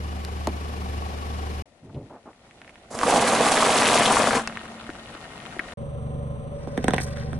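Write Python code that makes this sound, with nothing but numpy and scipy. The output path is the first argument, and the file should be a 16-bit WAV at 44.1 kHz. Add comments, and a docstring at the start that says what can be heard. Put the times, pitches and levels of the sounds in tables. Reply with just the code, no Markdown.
"""Tyre crushing things on asphalt

Three close scenes joined by hard cuts. An idling car rolls off plastic lighters with two clicks.
A quiet car coasts through a heap of crackers and pretzel sticks, thousands of brittle fractures,
and carries crumbs away in its tread. An idling car splits a cucumber in a run of wet snaps.
The engines hum at their crank orders and clatter with each firing; cracks echo under the car."""
import sys
import numpy as np
from scipy import signal
from scipy.fft import rfft, irfft
from scipy.io import wavfile

SR = 44100
rng = np.random.default_rng(int(sys.argv[2]) if len(sys.argv) > 2 else 0)


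def master_out(mix):
    """Clip the mix to full scale and print it as 16-bit PCM to the path in sys.argv[1]."""
    frames = np.transpose(np.atleast_2d(mix))
    ceiling = np.clip(frames, -1, 1)
    pcm = np.round(ceiling * 32767).astype(np.int16)
    wavfile.write(sys.argv[1], SR, pcm)


N = 325899
TIME = np.arange(N) / SR
LIGHTERS_SPAN_S, SNACKS_SPAN_S, CUCUMBER_SPAN_S = (0, 1.624), (1.656, 5.739), (5.772, 7.4)
# tread touches the heap, climbs it, bears on it, drops off
CONTACT_S, CLIMB_S, BEAR_S, LEAVE_T60_S = 2.9026, 0.19, 1.2765, 0.17

# Table levels are relative.
# crank speed: t/s, speed/(turns/s)
FIRST_SPEED = [(0, 12.28)]
SECOND_SPEED = [(5.77, 12.1), (6.5, 12.2), (6.75, 12.5), (6.95, 12.3), (7.15, 12.2), (7.39, 12.8)]
# engine hum: crank order, level/dB
FIRST_ORDERS = [(2, -17), (4, -17.5), (6, 3), (8, -15.5), (9, -11.5), (12, -21.5), (15, -12), (16, -24.5),
                (20, -16.5), (24, -24), (30, -23.5)]
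SECOND_ORDERS = [(2, -7), (4, -15), (5, -8), (6, 2), (7, -23), (8, -9), (10, 2.5), (12, 4), (13, -10.5),
                 (14, -13), (18, -4), (20, -11.5), (26, -18), (61, -14.5)]
# exhaust and panel modes: f/Hz, width/Hz, level/dB
FIRST_MODES = [(753, 120, -8), (1123, 86, -6.5), (1750, 63, -19), (2330, 130, -20), (2896, 37, -20),
               (5200, 78, -26)]
SECOND_MODES = [(567.7, 27, -5), (763, 32, -18), (1038, 46, -18)]
# hum of the labouring engine: t/s, level/dB
SECOND_EFFORT = [(5.78, -38), (6.2, -30.5), (6.45, -36), (6.72, -37.5), (6.95, -29), (7.15, -34),
                 (7.39, -29.5)]
# stereo width: f/Hz, side/dB
CLATTER_WIDTH = [(60, -2), (250, -7.5), (1300, -4), (3000, -1.5), (10000, 0)]
ROAR_WIDTH = [(60, -85), (240, -23.5), (950, -6.5), (3770, 2.5), (15000, 0.5)]
CRUNCH_WIDTH = [(60, -22), (240, -19), (950, -17), (3770, -11), (15000, -0.5)]
# tone colour as heard: f/Hz, level/dB
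FIRST_CLATTER_COLOUR = [(50, -26), (120, -2), (190, 0.5), (310, -5.5), (430, -1.5), (590, -7), (800, -7),
                        (1500, -13.5), (2500, -16.5), (5300, -23.5), (8000, -31), (11000, -29.5),
                        (15000, -48)]
ROAR_COLOUR = [(18, -58), (30, -1.5), (157, -0.5), (233, 0.5), (412, -4.5), (709, -0.5), (1640, -30),
               (1810, -12.5), (2900, -21), (4870, -24), (11000, -28.5), (14300, -86), (22000, -120)]
GRIT_COLOUR = [(300, -2.5), (800, 2), (1400, 5.5), (1900, -6), (2600, -2.5), (4000, -8.5), (5700, -24),
               (7200, -23), (11000, -15)]
THUMP_COLOUR = [(40, -15), (90, 0), (135, 5.5), (185, -6), (270, -4), (450, -8.5), (750, -16), (1200, -32),
                (3000, -60)]
CRUNCH_COLOUR = [(50, -11.5), (110, 0), (140, -6), (175, -9.5), (260, -3.5), (360, -10), (470, 1.5),
                 (760, 0.5), (1100, -2), (1700, -8.5), (3300, -12), (5000, -17.5), (8000, -16),
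                 (11000, -18.5)]
# tone colour of clatter, wet crackle and snaps as heard, notched near 5 and 7.4 kHz: f/Hz, level/dB
SECOND_CLATTER_COLOUR = [(40, -2), (90, 6.5), (235, 1), (330, -12.5), (470, 2.5), (610, -4), (690, -12),
                         (790, -14.5), (1250, -14), (1500, -24.5), (3600, -31.5), (5000, -47),
                         (7400, -48.5), (8500, -27.5), (12000, -57)]
WET_CRACKLE_COLOUR = [(400, 3), (900, 0), (1700, 7), (2800, -2.5), (3600, -4), (5000, -12), (6000, -10),
                      (7300, -20), (8500, -8), (11000, -23), (15000, -26)]
SPLIT_SNAP_COLOUR = [(300, -8), (1000, 13), (2600, -1.5), (3500, 7), (4900, -15), (5900, 1), (7300, -16),
                     (8400, 6.5), (10000, -15), (15000, -24)]
# lighters let go by the tyre: t/s, ring/dB, f/Hz, ring/cycles, snap/dB, drop/dB
LIGHTER_CLICKS = [(.2491, -31, 1900, 0.63, -29.5, -50), (.4719, -22.5, 1770, 1.1, -26, -30)]
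# nearness of the coasting wheel: t/s, level/dB
WHEEL_NEARNESS = [(1.66, -14.5), (2.3, -12.5), (2.68, -8.5), (2.86, -8.5), (4.45, 2.5), (4.8, -0.36),
                  (5.72, 1)]
# wheel position: t/s, left minus right/dB
WHEEL_PAN = [(2, 5.5), (2.6, -0.5), (3.2, -1.5), (3.8, 0), (4.3, 2.5), (4.8, 1.5), (5.3, 3), (5.7, 2.5)]
# wheel resonances: f/Hz, level/dB
WHEEL_RESONANCES = [(722, -70.5), (1852, -58), (2110, -60.5), (2900, -64)]
# low thumps: t/s, level/dB, hold/s
LOW_THUMPS = [(1.817, -45.5, 0.099), (1.94, -33, 0.013)]
# gritty scuffs: t/s, level/dB, length/s, low/Hz, high/Hz
GRIT_SCUFFS = [(1.894, -48, .02, 130, 1140), (1.944, -58, 0.025, 2280, 3420), (2.097, -44, 0.11, 200, 1010),
               (2.255, -43.5, 0.07, 196, 1030)]
# stones and crumbs popping out: t/s, ring/dB, f/Hz, ring/cycles, drop/dB
STONE_POPS = [(2.3312, -45, 1980, 0.91, -75), (2.5105, -36, 2190, 0.84, -70),
              (2.617, -27.5, 1900, 0.53, -58), (2.647, -35.5, 1890, 0.67, -68),
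              (2.678, -34, 2000, 1.1, -67), (2.694, -33, 2160, 1.2, -52), (2.757, -33, 1900, 0.68, -69),
              (4.498, -24, 1400, 0.88, -49), (4.525, -24, 1700, 0.57, -45), (4.5725, -16, 1830, 0.79, -41),
              (4.655, -28, 1480, 0.93, -44), (4.892, -27.5, 1440, 1.9, -25.5),
              (4.902, -24, 1720, 0.62, -43), (5.151, -24, 1410, 0.45, -36), (5.403, -27, 2440, 0.5, -53),
              (5.454, -25, 1800, 0.5, -46), (5.566, -45, 1500, .8, -27), (5.5937, -13.5, 1860, 2, -27.5),
              (5.5974, -17.5, 1950, 1.2, -40), (5.6867, -30, 1990, 1.3, -55),
              (5.7226, -31, 1610, 0.75, -45)]
# splinter sprays as layers collapse: t/s, level/dB
SPLINTER_SPRAYS = [(3.105, -27.5), (3.168, -30), (3.28, -27), (3.52, -25.5), (3.778, -28.5)]
# pretzel sticks at the heap's edges: t/s, ring/dB, f/Hz, snap/dB
STICK_SNAPS = [(2.952, -20, 1000, -32), (2.99, -16, 1500, -19.5), (3.0136, -12, 1120, -24),
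               (4.4749, -13.5, 1730, -9.5)]
# whole crackers breaking, thin ones higher: t/s, level/dB, f/Hz
CRACKER_BREAKS = [(3.0314, -2.5, 1060), (3.079, -7, 656), (3.098, -7, 780), (3.124, -4, 740),
                  (3.138, -6.5, 860), (3.159, -3, 745), (3.176, -7.5, 690), (3.2249, -5.5, 826),
                  (3.3311, -6.5, 595), (3.405, -5, 565), (3.4638, -6, 820), (3.517, -4, 780),
                  (3.5703, -4.5, 1750), (3.6241, -2.5, 1040), (3.6604, -15.5, 1500), (3.7046, -12, 2760),
                  (3.7746, -22.5, 1990), (3.8304, -7.5, 1550), (3.868, -3.5, 2590), (3.9205, -7, 860),
                  (3.9398, -11.5, 613), (3.975, -8.5, 2070), (4.0585, -3.5, 3530), (4.1218, -5, 920),
                  (4.1682, -4.5, 1210), (4.2406, -12, 560), (4.272, -7, 1360), (4.3074, -4.5, 1330),
                  (4.3309, -11, 1520), (4.3502, -10.5, 1750), (4.378, -10, 1090), (4.3945, -11, 1380)]
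# cucumber splitting: t/s, force/dB, ring/dB, f/Hz, skin snap/dB
CUCUMBER_SPLITS = [(6.673, -24.5, -60, 1210, -46), (6.7766, -15, -19, 1780, -24),
                   (6.8423, -17, -28, 1280, -18.5), (6.882, -10.5, -8.5, 1640, -16.5),
                   (6.9075, -25, -27, 1790, -24.5), (6.9357, -10.5, -15, 1820, -19.5),
                   (6.9426, -26, -19, 1600, -20), (6.9632, -30, -35, 3000, -26.5),
                   (6.9818, -21.5, -12, 1960, -27), (6.9844, -35, -17, 1990, -30),
                   (7.002, -27, -23, 1800, -29), (7.171, -40, -28.5, 1690, -37),
                   (7.3309, -27.5, -28, 1450, -33)]


def amp(db):
    """Decibels to gain."""
    return 10 ** (np.asarray(db) / 20)


def unit(x):
    """Scale to rms 1; stereo by its mid."""
    return x / np.sqrt(np.mean(np.atleast_2d(x).mean(0) ** 2) + 1e-20)


def curve(rows):
    """(t/s, value) rows interpolated per sample."""
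    return np.interp(TIME, *np.transpose(rows))


def envelope(start_s, attack_s, hold_s, t60_s):
    """Linear rise, hold, exponential decay."""
    age_s = TIME - start_s
    return np.clip(age_s / attack_s, 0, 1) * amp(-60 * np.maximum(age_s - attack_s - hold_s, 0) / t60_s)


def gate(start_s, end_s):
    """Open over a span, with 3 ms ramps."""
    return np.clip(np.minimum(TIME - start_s, end_s - TIME) / .003, 0, 1)


def add(mix, at_s, sound):
    """Mix a sound in place."""
    part = mix[max(round(at_s * SR), 0):][:len(sound)]
    part += sound[:len(part)]


def band(x, hz, kind, order=2):
    """Butterworth low-pass or high-pass."""
    return signal.sosfilt(signal.butter(order, min(hz, SR / 2 - 100), kind, fs=SR, output="sos"), x)


def band_limit(x, hz):
    """Steep stereo low-pass."""
    return signal.oaconvolve(x, signal.firwin(511, hz, window=("kaiser", 9), fs=SR)[None], "same")


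def soft_clip(x, ceiling=.8):
    """Round off the highest peaks."""
    return x / (1 + (x / ceiling) ** 4) ** .25


def colour(x, tone, size=4096):
    """Minimum-phase filter from (f/Hz, level/dB) rows."""
    hz, db = np.transpose(tone)
    bin_hz = abs(np.fft.fftfreq(size, 1 / SR))
    log_gain = np.log(amp(np.interp(np.log(bin_hz + 1), np.log(hz + 1), np.maximum(db, -100))))
    taps = np.fft.ifft(np.exp(np.conj(signal.hilbert(log_gain)))).real[:size // 2]
    return np.apply_along_axis(lambda v: signal.oaconvolve(v, taps)[:N], -1, x)


def stereo(mid_side, width):
    """Mid and side to left and right; width filters the side."""
    side = colour(mid_side[1], width)
    return np.array([mid_side[0] + side, mid_side[0] - side])


def drift(hz):
    """Random wander below hz, rms 1."""
    rolloff = 1 + (np.fft.rfftfreq(N, 1 / SR) / hz) ** 4
    return unit(irfft(rfft(rng.standard_normal(N)) / rolloff, N))


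def resonate(x, hz, width_hz, passes=2):
    """Drive one resonance; output rms 1."""
    for _ in range(passes):
        x = signal.lfilter(*signal.iirpeak(hz, hz / width_hz, fs=SR), x)
    return unit(x)


def noise(tone, width):
    """Coloured stereo noise, rms 1."""
    return unit(colour(stereo(rng.standard_normal((2, N)), width), tone))


def ring(hz, cycles, size=2048):
    """A swing that builds and dies away, peak 1."""
    turns = np.arange(size) * hz / SR
    swing = np.sin(2 * np.pi * turns) * turns * np.exp(-2 * turns / cycles)
    return swing / abs(swing).max()


def plop(open_hz, slack_hz, sag_s, fade_s, size=2048):
    """A hollow swing, falling in pitch as it dies."""
    t = np.arange(size) / SR
    hz = slack_hz + (open_hz - slack_hz) * np.exp(-t / sag_s)
    return np.sin(2 * np.pi * np.cumsum(hz) / SR) * np.exp(-t / fade_s)


def snap(decay_s, size=2048):
    """A decaying noise burst."""
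    return rng.standard_normal(size) * np.exp(-np.arange(size) / SR / decay_s)


def grains(per_s, spread_db, lo_hz, hi_hz, cycles, clump_db, pitches=20):
    """Tiny clumped fractures of varied pitch, size and place, as mid and side."""
    out = np.zeros((2, N))
    clumps = amp(clump_db * np.clip(drift(37), -2, 2))
    for hz in np.geomspace(lo_hz, hi_hz, pitches):
        when, rarity, place = rng.random((int(per_s * N / SR / pitches), 3)).T
        at = (when * N).astype(int)
        strength = amp(spread_db * np.minimum(-np.log(rarity), 4)) * clumps[at] * (-1) ** at
        train = np.zeros((2, N))
        train[:, at] = strength, strength * np.sqrt(3) * (2 * place - 1)
        out += signal.oaconvolve(train, hz / hi_hz * ring(hz, cycles, size=512)[None], axes=1)[:, :N]
    return out


def underbody(x, t60_s, wet_db, top_hz, size=6000):
    """Quick echoes between road, tyre and floor pan: dull, wider in the treble."""
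    t = np.arange(size) / SR
    taps = rng.standard_normal((2, size)) * (rng.random((2, size)) < .1)
    taps *= amp(-60 * t / t60_s) * (t > .002)
    taps = band(taps / np.linalg.norm(taps[0]), top_hz, "low", order=1)
    echoes = signal.oaconvolve(x[None], taps, axes=1)[:, :N]
    return amp(wet_db) * stereo(echoes, [(200, -26), (1500, -2), (5000, 5)])


def engine(speed, orders, tone, modes, hum_db, clatter_db,
           firing_s, wobble, flutter, scatter_turns, left_db, right_lag_s, throb=0.19):
    """Crank orders hum; two firings a turn shake out clatter and ring the exhaust and panels."""
    turns = np.cumsum(curve(speed) * (1 + wobble * drift(5.2))) / SR
    turns -= np.interp(firing_s, TIME, turns)
    hum = unit(sum(amp(db) * np.cos(2 * np.pi * (order * turns + scatter_turns * rng.random()))
                   for order, db in orders))
    firing = 1 + throb * np.cos(2 * np.pi * 2 * turns)
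    knocks = rng.standard_normal(N) * np.exp(-(2 * turns % 1) / 0.4)
    rings = sum(amp(db) * resonate(knocks, hz, width_hz) for hz, width_hz, db in modes)
    clatter = amp(clatter_db) * (firing * noise(tone, CLATTER_WIDTH) + rings)
    pan = amp([[left_db / 2], [-left_db / 2]])
    left, right = amp(hum_db) * hum * (1 + flutter * drift(22)) + pan * clatter
    return np.array([left, np.interp(TIME - right_lag_s, TIME, right)])


def first_idle(swell_period_s=0.446, crest_s=0.046, shade_db=-2, wheel_past_s=0.96):
    """The hum swells and sinks evenly; the clatter is shaded until the wheel has passed."""
    swell_db = np.cos(2 * np.pi * (TIME - crest_s) / swell_period_s)
    clatter_db = -39 + shade_db * np.maximum(1 - TIME / wheel_past_s, 0) + 0.1 * swell_db
    return engine(FIRST_SPEED, FIRST_ORDERS, FIRST_CLATTER_COLOUR, FIRST_MODES,
                  hum_db=-31.5 + swell_db, clatter_db=clatter_db, firing_s=.895, wobble=0.003,
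                  flutter=0.095, scatter_turns=0.59, left_db=3, right_lag_s=0.00037)


def cracks(rows, snap_s, knock_hz, thud_hz, thud_db):
    """A sharp snap, a short ring of the piece, then knock and thud as the tyre drops onto it."""
    body, snaps = np.zeros(N), np.zeros((2, N))
    for at_s, ring_db, hz, cycles, snap_db, drop_db in rows:
        knock = ring(knock_hz * rng.uniform(0.42, 1), 0.84)
        drop = knock + amp(thud_db) * ring(thud_hz * rng.uniform(0.68, 2), 1)
        add(body, at_s, amp(ring_db) * ring(hz, cycles))
        add(body, at_s + 0.00055, amp(drop_db) * drop / abs(drop).max())
        for channel in snaps:
            add(channel, at_s, amp(snap_db) * snap(snap_s))
    tone = [(300, -6), (1500, 4.5), (3500, 5.5), (5200, 9), (8700, -1), (11000, 2), (15000, -23)]
    direct = body + stereo(colour(snaps, tone), [(2000, -15), (8000, 0)])
    return direct + underbody(direct.mean(0), t60_s=0.029, wet_db=-6, top_hz=1570)


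def lighters(pop_s=.4727, pop_db=-15):
    """Two plastic clicks; the second lighter springs free with a hollow, echoing pop."""
    pop = np.zeros(N)
    add(pop, pop_s, amp(pop_db) * plop(open_hz=1240, slack_hz=220, sag_s=0.0023, fade_s=0.0066))
    echoes = underbody(pop, t60_s=0.093, wet_db=-2.5, top_hz=1500)
    return pop + echoes + cracks(LIGHTER_CLICKS, snap_s=0.0012, knock_hz=745, thud_hz=328, thud_db=11)


def rolling(roar_db=-45, grit_db=-48.5, grit_growth=1.48):
    """Tyre roar; wheel resonances and grit under the tread gain faster than it as the wheel nears."""
    near_db = curve(WHEEL_NEARNESS)
    roar = amp(roar_db + near_db + drift(16)) * noise(ROAR_COLOUR, ROAR_WIDTH)
    rub = rng.standard_normal(N)
    wheel = sum(amp(db) * resonate(rub, hz, width_hz=70) for hz, db in WHEEL_RESONANCES)
    grit = grains(per_s=1800, spread_db=3.4, lo_hz=900, hi_hz=9000, cycles=1, clump_db=1.8)
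    grit = unit(colour(stereo(grit, [(500, -20), (1500, -1), (4000, 3)]), GRIT_COLOUR))
    return roar + amp(2 * near_db) * wheel + amp(grit_db + grit_growth * near_db) * grit


def bumps(roughness_db=2.5):
    """Soft low thumps and abrupt gritty scuffs as the car nears."""
    level = sum(amp(db) * envelope(at_s, 0.025, hold_s, t60_s=0.36) for at_s, db, hold_s in LOW_THUMPS)
    out = level * unit(colour(rng.standard_normal(N), THUMP_COLOUR))
    grit = rng.standard_normal(N) * amp(roughness_db * np.clip(drift(300), -2, 2))
    for at_s, db, length_s, lo_hz, hi_hz in GRIT_SCUFFS:
        progress = np.linspace(0, 1, int(length_s * SR))
        rub = grit[int(at_s * SR):][:len(progress)]
        rub = unit(band(band(rub, hi_hz, "low", order=4), lo_hz, "high", order=4))
        add(out, at_s, amp(db) * rub * np.interp(progress, [0, .03, .6, 1], [0, 1, .8, 0]))
    return out


def stones(snap_db=-22):
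    """Stones and crumbs pop from under the tread: mostly ring, little snap."""
    rows = [(at_s, db, hz, cycles, db + snap_db, drop_db) for at_s, db, hz, cycles, drop_db in STONE_POPS]
    return cracks(rows, snap_s=0.00046, knock_hz=673, thud_hz=264, thud_db=-2.5)


def crunch(touch_db=-13.5, edge_db=-5.5, deepest_s=4.01, lull_s=4.308, crossover_hz=520):
    """Brittle fractures in the heap: thuds, coarse crunch, sharp snaps, sprays of splinters."""
    climb = np.clip((TIME - CONTACT_S) / CLIMB_S, 0, 1)
    contact = envelope(CONTACT_S, 0.0065, CLIMB_S + BEAR_S, LEAVE_T60_S)
    lull_db = -6 * np.exp(-((TIME - lull_s) / 0.017) ** 2)
    load = contact * amp(touch_db * (1 - climb ** 1.35) + lull_db)
    depth_db = np.interp(TIME, [CONTACT_S, deepest_s, CONTACT_S + CLIMB_S + BEAR_S], [edge_db, 0, edge_db])
    fractures = (grains(per_s=4500, spread_db=3.2, lo_hz=200, hi_hz=3500, cycles=1.1, clump_db=.8),
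                 grains(per_s=1500, spread_db=3.3, lo_hz=1700, hi_hz=5000, cycles=.9, clump_db=1),
                 grains(per_s=9000, spread_db=2.8, lo_hz=4500, hi_hz=12000, cycles=1.3, clump_db=.6))
    coarse, sharp, fine = (colour(stereo(x, CRUNCH_WIDTH), CRUNCH_COLOUR) for x in fractures)
    thuds = amp(-24) * unit(band(coarse, crossover_hz, "low", order=3))
    body = unit(band(band(coarse, crossover_hz, "high", order=3), 1500, "low"))
    body *= amp(-20 - 6 * (1 - climb))
    snaps = climb * amp(-25.5 + depth_db) * unit(band(sharp, 1200, "high"))
    sprays = sum(amp(db) * np.exp(-((TIME - at_s) / 0.0094) ** 2) for at_s, db in SPLINTER_SPRAYS)
    flurry = amp(-28 + depth_db + 1.7 * drift(37))
    splinters = np.hypot(flurry, sprays) * unit(band(fine, 2670, "high"))
    direct = load * (amp(0.29 * depth_db) * (thuds + body) + snaps + splinters)
    return direct + underbody(direct.mean(0), t60_s=0.088, wet_db=-12, top_hz=8150)


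def tyre_air(lower_hz=227, upper_hz=245, level_db=-38):
    """Two wavering modes of the tyre's air ring; the upper lasts only while the heap shakes the tread."""
    lower = np.sin(2 * np.pi * np.cumsum(lower_hz + 2 * drift(10.5)) / SR) * (1 + 0.39 * drift(16))
    lower *= envelope(CONTACT_S, CLIMB_S, BEAR_S, t60_s=2.7)
    upper = resonate(rng.standard_normal(N), upper_hz, width_hz=24, passes=1)
    upper *= envelope(CONTACT_S, CLIMB_S, BEAR_S, LEAVE_T60_S)
    return amp(level_db) * (lower + upper)


def pretzel_sticks(drop_db=-31, cycles=0.56):
    """Dry sticks snap and leave a faint, thin ring; the tyre drops the same height on each."""
    after_ring = np.zeros(N)
    for at_s, _, _, snap_db in STICK_SNAPS:
        add(after_ring, at_s, amp(snap_db - 20) * ring(hz=2650, cycles=11))
    rows = [(at_s, db, hz, cycles, snap_db, drop_db) for at_s, db, hz, snap_db in STICK_SNAPS]
    return after_ring + cracks(rows, snap_s=0.00013, knock_hz=673, thud_hz=260, thud_db=-14)


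def crackers(gain_db=-4.5, snap_s=0.00064, size=2048):
    """Whole crackers break in two steps a few milliseconds apart."""
    out = np.zeros(N)
    decay = np.exp(-np.arange(size) / SR / snap_s)
    for at_s, db, hz in CRACKER_BREAKS:
        for delay_s, share in ((.001, 1), (rng.uniform(0.00295, 0.007), .5)):
            fracture = band(amp(-1) * rng.uniform(-1.6, 1, size) * decay, 4 * hz, "low")
            piece = ring(hz * rng.uniform(0.9, 1.135), cycles=1.3)
            add(out, at_s + delay_s, share * amp(db + gain_db) * (piece + fracture))
    return out + underbody(out, t60_s=0.1, wet_db=-7.5, top_hz=4000)


def second_idle():
    """The engine labours, pushing the wheel onto the cucumber: hum surges, clatter stays level."""
    return engine(SECOND_SPEED, SECOND_ORDERS, SECOND_CLATTER_COLOUR, SECOND_MODES,
                  hum_db=curve(SECOND_EFFORT), clatter_db=-38.5, firing_s=6.068, wobble=0.0014,
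                  flutter=0.036, scatter_turns=0.26, left_db=-0.5, right_lag_s=0.00028)


def whine(hz=5950, level_db=-71):
    """A thin, faint whine that fades as the wheel comes close."""
    fade = np.interp(TIME, [6.8, 6.95], [1, 0])
    return amp(level_db) * fade * np.sin(2 * np.pi * np.cumsum(hz + 6 * drift(30)) / SR)


def flesh_tearing(spray_hz=7000, spray_share=0.63):
    """Cucumber flesh crackles under the squeeze and at each split, then bursts and sprays juice."""
    squeeze = amp(-49) * envelope(start_s=6.505, attack_s=0.46, hold_s=0.26, t60_s=1)
    trails = sum(amp(force_db - 34) * envelope(at_s - .006, attack_s=0.0052, hold_s=0, t60_s=0.08)
                 for at_s, force_db, *_ in CUCUMBER_SPLITS)
    burst = amp(-31) * envelope(start_s=7.004, attack_s=0.012, hold_s=0, t60_s=0.16)
    cells = grains(per_s=4500, spread_db=3.5, lo_hz=800, hi_hz=12000, cycles=1.2, clump_db=2.2)[0]
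    smeared = cells + underbody(cells, t60_s=0.0047, wet_db=-8, top_hz=9000)
    crackle = unit(colour(smeared, WET_CRACKLE_COLOUR))
    juice = unit(band(crackle, spray_hz, "high"))
    return (squeeze + trails + (1 - spray_share) * burst) * crackle + spray_share * burst * juice


def cucumber_splitting(right_db=3):
    """Skin snaps, flesh rings, and the opening crack plops over a low push of the tyre."""
    body, snaps = np.zeros(N), np.zeros((2, N))
    push = amp(-5.5) * ring(hz=235, cycles=1.44)
    for at_s, force_db, ring_db, hz, snap_db in CUCUMBER_SPLITS:
        hollow = plop(open_hz=780 * rng.uniform(0.8, 1.24), slack_hz=150, sag_s=0.00315, fade_s=0.0052)
        add(body, at_s + .0008, amp(force_db) * (hollow + push))
        add(body, at_s, amp(ring_db) * ring(hz, cycles=1.4))
        for channel in snaps:
            add(channel, at_s, amp(snap_db) * snap(decay_s=0.0015))
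    direct = body + stereo(colour(snaps, SPLIT_SNAP_COLOUR), [(2000, -5), (8000, -1)])
    pan = amp([[-right_db / 2], [right_db / 2]])
    return pan * (direct + underbody(direct.mean(0), t60_s=0.075, wet_db=-3.5, top_hz=1299.4))


def scene():
    """Lighters, snacks, cucumber, gated in turn."""
    plastic = first_idle() + lighters()
    tread = rolling() + stones() + crunch() + pretzel_sticks() + crackers()
    pan = amp(np.outer([.5, -.5], curve(WHEEL_PAN)))
    snacks = band_limit(soft_clip(pan * tread + bumps() + tyre_air()), hz=11150)
    cucumber = second_idle() + whine() + flesh_tearing() + cucumber_splitting()
    return (gate(*LIGHTERS_SPAN_S) * plastic + gate(*SNACKS_SPAN_S) * snacks
            + gate(*CUCUMBER_SPAN_S) * cucumber)


def record(dry):
    """Overall treble limit."""
    return band_limit(dry, hz=15600)


dry = scene()
out = record(dry)
master_out(out)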